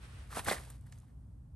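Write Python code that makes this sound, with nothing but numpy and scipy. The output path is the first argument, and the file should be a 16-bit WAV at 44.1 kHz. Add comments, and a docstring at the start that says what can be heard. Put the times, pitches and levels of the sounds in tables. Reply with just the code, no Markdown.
"""Leather and cloth rustle over a low outdoor rumble and hum as a boot swings in, close by.
The sole touches a clump of big soft mushrooms, then the full weight crushes them: flesh tears in a
dense wet crunch, juice squelches in tiny bubbles, and caps burst with dull pops of trapped air.
The weight thuds into the soil, stalks and grit snap as the foot settles, and walls echo faintly."""
import sys
import numpy as np
from scipy import signal
from scipy.fft import rfft, irfft, next_fast_len
from scipy.io import wavfile

SR = 44100
rng = np.random.default_rng(int(sys.argv[2]) if len(sys.argv) > 2 else 0)


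def file_out(sig):
    """Save sig as 16-bit WAV at sys.argv[1]."""
    # one column per channel
    cols = np.atleast_2d(sig).T
    # limit, then scale
    lim = np.clip(cols, -1, 1)
    pcm = np.round(lim * 32767).astype(np.int16)
    wavfile.write(sys.argv[1], SR, pcm)


N = 68355
TIME = np.arange(N) / SR


def from_db(db):
    """Decibels to gain."""
    return 10 ** (np.asarray(db) / 20)


def unit_rms(x):
    """Scale to rms 1."""
    return x / np.sqrt(np.mean(x ** 2) + 1e-20)


def fader(rows):
    """Gain ride through (seconds, dB) points."""
    return from_db(np.interp(TIME, *np.transpose(rows)))


def equalise(x, curve, phase=None):
    """Filter by a smooth (Hz, dB) curve, and optionally a (Hz, radians) one."""
    size = next_fast_len(N + 4096)
    log_hz = np.log(np.maximum(np.arange(size // 2 + 1) * SR / size, 1))

    def per_bin(rows):
        hz, values = np.transpose(rows)
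        return np.interp(log_hz, np.log(hz), values)

    gain = from_db(per_bin(curve)) * (1 if phase is None else np.exp(1j * per_bin(phase)))
    return irfft(rfft(x, size) * gain, size)[..., :N]


def band(x, hz, width):
    """Band-pass around hz, scaled to rms 1; width is roughly a share of hz."""
    edges = np.clip(hz * np.exp(np.array([-.5, .5]) * width), 10, SR * .49)
    bandpass = signal.butter(2, edges, "band", fs=SR, output="sos")
    return unit_rms(signal.sosfilt(bandpass, x + 1e-18))


def drift(rate_hz):
    """Slow random wander with a spread of 1."""
    hop, warm_up = 40, 2000
    pole = np.exp(-2 * np.pi * rate_hz * hop / SR)
    noise = rng.standard_normal(N // hop + warm_up + 2)
    slow = signal.lfilter([1], [1, -2 * pole, pole * pole], noise)[warm_up:]
    return np.interp(np.arange(N) / hop, np.arange(len(slow)), unit_rms(slow))


def grains(per_s, spread_db=4):
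    """Random clicks of very uneven size, at rms 1."""
    sizes = from_db(spread_db * np.minimum(rng.exponential(1, N), 4))
    signs = rng.choice([-1, 1], N)
    return unit_rms(sizes * signs * (rng.random(N) < per_s / SR))


def strike(start, rise_s, t60_s):
    """Envelope with a fast attack and an exponential tail."""
    age = np.maximum(TIME - start, 0)
    return (1 - np.exp(-age / rise_s)) * from_db(-60 * np.minimum(age / t60_s, 4))


def ring(start, hz, cycles, rise_s):
    """A damped tone that falls 60 dB in the given number of cycles."""
    return strike(start, rise_s, cycles / hz) * np.sin(2 * np.pi * hz * (TIME - start))


def stereo(mid, side, width):
    """Left and right from mid and side, with the side shaped by the width curve."""
    return mid + equalise(side, width) * np.array([[1], [-1]])


# The leg swings in. Each row: time in seconds, level in dB.
SWING_RIDE = [(0, -70.5), (0.025, -61.5), (0.052, -58), (0.072, -63.5), (0.150, -62), (0.215, -62),
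              (0.285, -70.5), (0.420, -120)]
# Soft, mid-heavy leather and cloth. Each row: frequency in Hz, relative level in dB.
RUSTLE_EQ = [(150, 3.5), (500, 3), (800, 0.5), (1400, 4.5), (3000, -1), (5000, -7.5), (7000, -12.5),
             (9000, -6), (11500, -19), (13000, -85)]
# Wide image for rustle and rumble. Each row: frequency in Hz, side gain in dB.
WIDE_IMAGE = [(60, -24.5), (130, -16), (270, -6.5), (600, -2), (2500, -2), (9000, -3), (11500, 7.5)]


def rustle():
    """The boot shaft and clothes rub in one smooth sweep of noise."""
    rubbing = unit_rms(equalise(rng.standard_normal((2, N)), RUSTLE_EQ))
    return stereo(*(fader(SWING_RIDE) * rubbing), WIDE_IMAGE)


# Bass-heavy distant rumble. Each row: frequency in Hz, relative level in dB.
RUMBLE_EQ = [(15, -42), (30, -17), (52, 3.5), (75, -2), (100, -0.5), (150, -9), (220, -17), (275, -18.5),
             (330, -30), (600, -36), (1100, -40.5), (2300, -55.5), (4000, -59), (7000, -58), (9000, -52),
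             (12500, -60.5)]
# Two low hum tones. Each row: pitch in Hz, level in dB before the ride.
HUM_TONES = [(59, -52.5), (122, -59.5)]
# Rumble and hum swell and sink together. Each row: time in seconds, gain in dB.
BED_RIDE = [(0, -3), (0.22, 1), (0.35, -2), (0.55, -0.5), (0.95, 0), (1.04, -5.5), (1.11, 0), (1.35, -2),
            (1.55, -3.5)]


def rumble_and_hum(rumble_db=-50, waver=0.17):
    """A bed of far rumble, with a low hum that wavers in level and phase."""
    noise = unit_rms(equalise(rng.standard_normal((2, N)), RUMBLE_EQ))
    bed = from_db(rumble_db) * stereo(*noise, WIDE_IMAGE)
    for hz, db in HUM_TONES:
        amplitude = from_db(db) * np.sqrt(2) * (1 + waver * drift(rate_hz=15))
        bed += amplitude * np.sin(2 * np.pi * hz * TIME + drift(rate_hz=3.4))
    return fader(BED_RIDE) * bed


# Flesh tears at the first touch of the sole. Each row: time in seconds, level in dB.
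TOUCH_RIDE = [(0.285, -70.5), (0.312, -54.5), (0.345, -48.5), (0.364, -43), (0.372, -40), (0.397, -40.5),
              (0.406, -51.5), (0.436, -56.5)]
# The full weight lands, then the foot settles. Each row: time in seconds, level in dB.
WEIGHT_RIDE = [(0.464, -46), (0.476, -35), (0.502, -36), (0.515, -39.5), (0.546, -41), (0.56, -49.5),
               (0.620, -57.5), (0.690, -61.5), (0.750, -65.5), (0.800, -76.5), (0.890, -74), (0.975, -70.5),
               (1.050, -78.5), (1.100, -80.5), (1.169, -99.5), (1.550, -100)]
# Full body with a wet sheen on top. Each row: frequency in Hz, relative level in dB.
CRUNCH_EQ = [(100, 0), (300, -2.5), (650, -1.5), (1200, -0.5), (1900, -4), (2800, -6.5), (4100, -7),
             (5200, -10), (7000, -11), (8800, -5), (10000, -7), (11400, -4), (13000, -23.5)]
# Tighter image for the sounds underfoot. Each row: frequency in Hz, side gain in dB.
CLOSE_IMAGE = [(60, -28), (160, -16), (400, -8), (700, -0.5), (1700, -17.5), (4500, -10.5), (7500, -4.5),
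               (12500, -3.5)]


def crunch(tears_per_s=6000, fizz_share=0.49, clump_db=1.6):
    """Countless small tears come in clumps over a wet fizz; both follow the pressure of the sole."""
    clumps = unit_rms(from_db(clump_db * drift(rate_hz=80)))
    pressure = fader(TOUCH_RIDE + WEIGHT_RIDE) * clumps
    mid_side = []
    for _ in range(2):
        tears = np.sqrt(1 - fizz_share) * grains(tears_per_s)
        fizz = np.sqrt(fizz_share) * rng.standard_normal(N)
        mid_side.append(pressure * unit_rms(equalise(tears + fizz, CRUNCH_EQ)))
    return stereo(*mid_side, CLOSE_IMAGE)


# Squirts of juice. Each row: crest time in seconds, level in dB, pitch in Hz, half-length in seconds.
JUICE_SQUIRTS = [(0.315, -54, 1385, 0.011), (0.329, -50, 1300, 0.0084), (0.367, -50, 1300, 0.02),
                 (0.392, -51, 1204, .008), (0.466, -44, 1700, 0.0065), (0.499, -39.5, 3950, .005),
                 (0.518, -40.5, 1866, .02), (0.567, -48, 1856, 0.0059), (0.585, -50, 1950, 0.0063),
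                 (0.868, -66.5, 1690, 0.0077), (1.04, -72, 916, 0.012), (1.095, -80.5, 1705, 0.026)]


def squelches(bubbles_per_s=2700):
    """Juice squeezes out in short swells of tiny bubbles, each swell at its own pitch."""
    mid_side = 0
    for crest, db, hz, half_length in JUICE_SQUIRTS:
        clicks = np.array([grains(bubbles_per_s), grains(bubbles_per_s)])
        swell = np.exp(-((TIME - crest) / half_length) ** 2)
        mid_side += from_db(db) * swell * band(clicks, hz, width=0.33)
    return stereo(*mid_side, CLOSE_IMAGE)


# Caps give way in quick flurries. Each row: start in seconds, level in dB, pitch in Hz.
CAP_BURSTS = [(0.3689, -29.5, 1100), (0.3716, -25.5, 680), (0.375, -29, 1050), (0.3785, -31.5, 720),
              (0.3925, -23.5, 1110), (0.4715, -33, 513), (0.4778, -25.5, 700), (0.484, -18, 810),
              (0.4850, -20.5, 1600), (0.4880, -27, 1300), (0.494, -28, 1660), (0.512, -25.5, 559.6),
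              (0.5132, -20, 620), (0.5140, -27.5, 1903), (0.5172, -34, 422), (0.5250, -36, 600),
              (0.537, -35, 526), (0.6740, -46.5, 650)]


def pops(splat_db=-13, rise_s=0.0003):
    """Each cap bursts with a few cycles of trapped air and a short splat around the same pitch."""
    mid, side = 0, 0
    for start, db, hz in CAP_BURSTS:
        noise = band(rng.standard_normal((2, N)), hz, width=0.94)
        splat_mid, splat_side = from_db(splat_db) * strike(start, rise_s, t60_s=0.048) * noise
        air = ring(start, hz, cycles=6.8, rise_s=rise_s)
        mid += from_db(db) * (air + splat_mid)
        side += from_db(db) * splat_side
    return stereo(mid, side, CLOSE_IMAGE)


# The low end of the step. Each row: start in seconds, level in dB, pitch in Hz.
SOIL_THUDS = [(0.37, -34.5, 216), (0.401, -36, 96), (0.469, -31, 85), (0.486, -31, 199.4),
              (0.516, -30, 173)]


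def thuds():
    """The weight reaches the soil in soft, quickly damped pushes."""
    return sum(from_db(db) * ring(start, hz, cycles=6.8, rise_s=0.0022) for start, db, hz in SOIL_THUDS)


# Crisp accents. Each row: start in seconds, level in dB, band centre in Hz, seconds to fall 60 dB.
STALK_SNAPS = [(0.4445, -38.5, 10800, 0.036), (0.45, -47, 8500, 0.013), (0.4481, -42.5, 2700, .015),
               (0.7005, -47, 10260, 0.033), (0.7, -51.5, 1200, 0.033), (0.701, -62, 3080, 0.018),
               (0.7190, -49, 9400, 0.0045), (0.81, -57, 11100, 0.016), (0.865, -62.5, 9700, 0.027),
               (0.9220, -59.5, 650, 0.032), (0.9238, -52, 1670, 0.023), (0.9235, -58, 3730, 0.026),
               (0.923, -53, 7960, 0.023), (0.933, -69, 6900, 0.075), (0.9845, -58.5, 8200, 0.02),
               (1.001, -50, 8340, 0.0046)]


def snaps():
    """Stalks and grit break under the foot in brief, mostly bright cracks of noise."""
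    mid_side = 0
    for start, db, hz, t60_s in STALK_SNAPS:
        noise = band(rng.standard_normal((2, N)), hz, width=0.55)
        mid_side += from_db(db) * strike(start, rise_s=0.0007, t60_s=t60_s) * noise
    return stereo(*mid_side, CLOSE_IMAGE)


# Each band leans to one side. Each row: frequency in Hz, left minus right in dB.
PORT_BALANCE = [(100, -1), (250, 5), (420, -3), (670, -4), (1080, 3), (1750, -2), (2840, -2), (7500, -2),
                (12000, 0.5)]
# Phase between the ports. Each row: frequency in Hz, lead of the left in radians.
PORT_LEAD = [(100, -1), (430, 0), (860, 0.2), (1380, 0.71), (2670, 0.63), (5000, 0.5), (7500, 0.97),
             (8900, -0.6), (10000, 2.9), (10800, 2), (12500, 3)]


def microphone_ports(source):
    """The two microphone ports hear a close source with different level and phase."""
    return np.array([equalise(channel, np.array(PORT_BALANCE) * half, np.array(PORT_LEAD) * half)
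                     for channel, half in zip(source, ([1, .5], [1, -.5]))])


# The walls return mostly mids. Each row: frequency in Hz, gain in dB.
WALL_EQ = [(100, -15.5), (400, -2.5), (1500, -4), (4000, -6.5), (12000, -13.5)]


def wall_echo(source, send_db=-14.5, t60_s=0.35):
    """Nearby walls scatter each channel into a short, diffuse tail."""
    tails = []
    for channel in source:
        response = rng.standard_normal(N) * strike(0, t60_s / 20, t60_s)
        response /= np.sqrt(np.sum(response ** 2))
        tails.append(signal.fftconvolve(channel, response)[:N])
    return from_db(send_db) * equalise(np.array(tails), WALL_EQ)


def scene():
    """The close tread and its faint echo, mixed with the rustle and the low bed."""
    tread = microphone_ports(crunch() + pops() + squelches() + snaps() + thuds())
    return tread + wall_echo(tread) + rustle() + rumble_and_hum()


def record(dry, low_cut_hz=48, notch_hz=10320, notch_width_hz=450, high_cut_hz=12700):
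    """The microphone drops the deep bass and has a narrow treble notch; the top is cut steeply."""
    low_cut = signal.butter(2, low_cut_hz, "high", fs=SR, output="sos")
    notch_edges = [notch_hz - notch_width_hz / 2, notch_hz + notch_width_hz / 2]
    notch = signal.butter(2, notch_edges, "bandstop", fs=SR, output="sos")
    high_cut = signal.ellip(10, .3, 70, high_cut_hz, fs=SR, output="sos")
    return signal.sosfilt(np.vstack([low_cut, notch, high_cut]), dry)


dry = scene()
out = record(dry)
file_out(out)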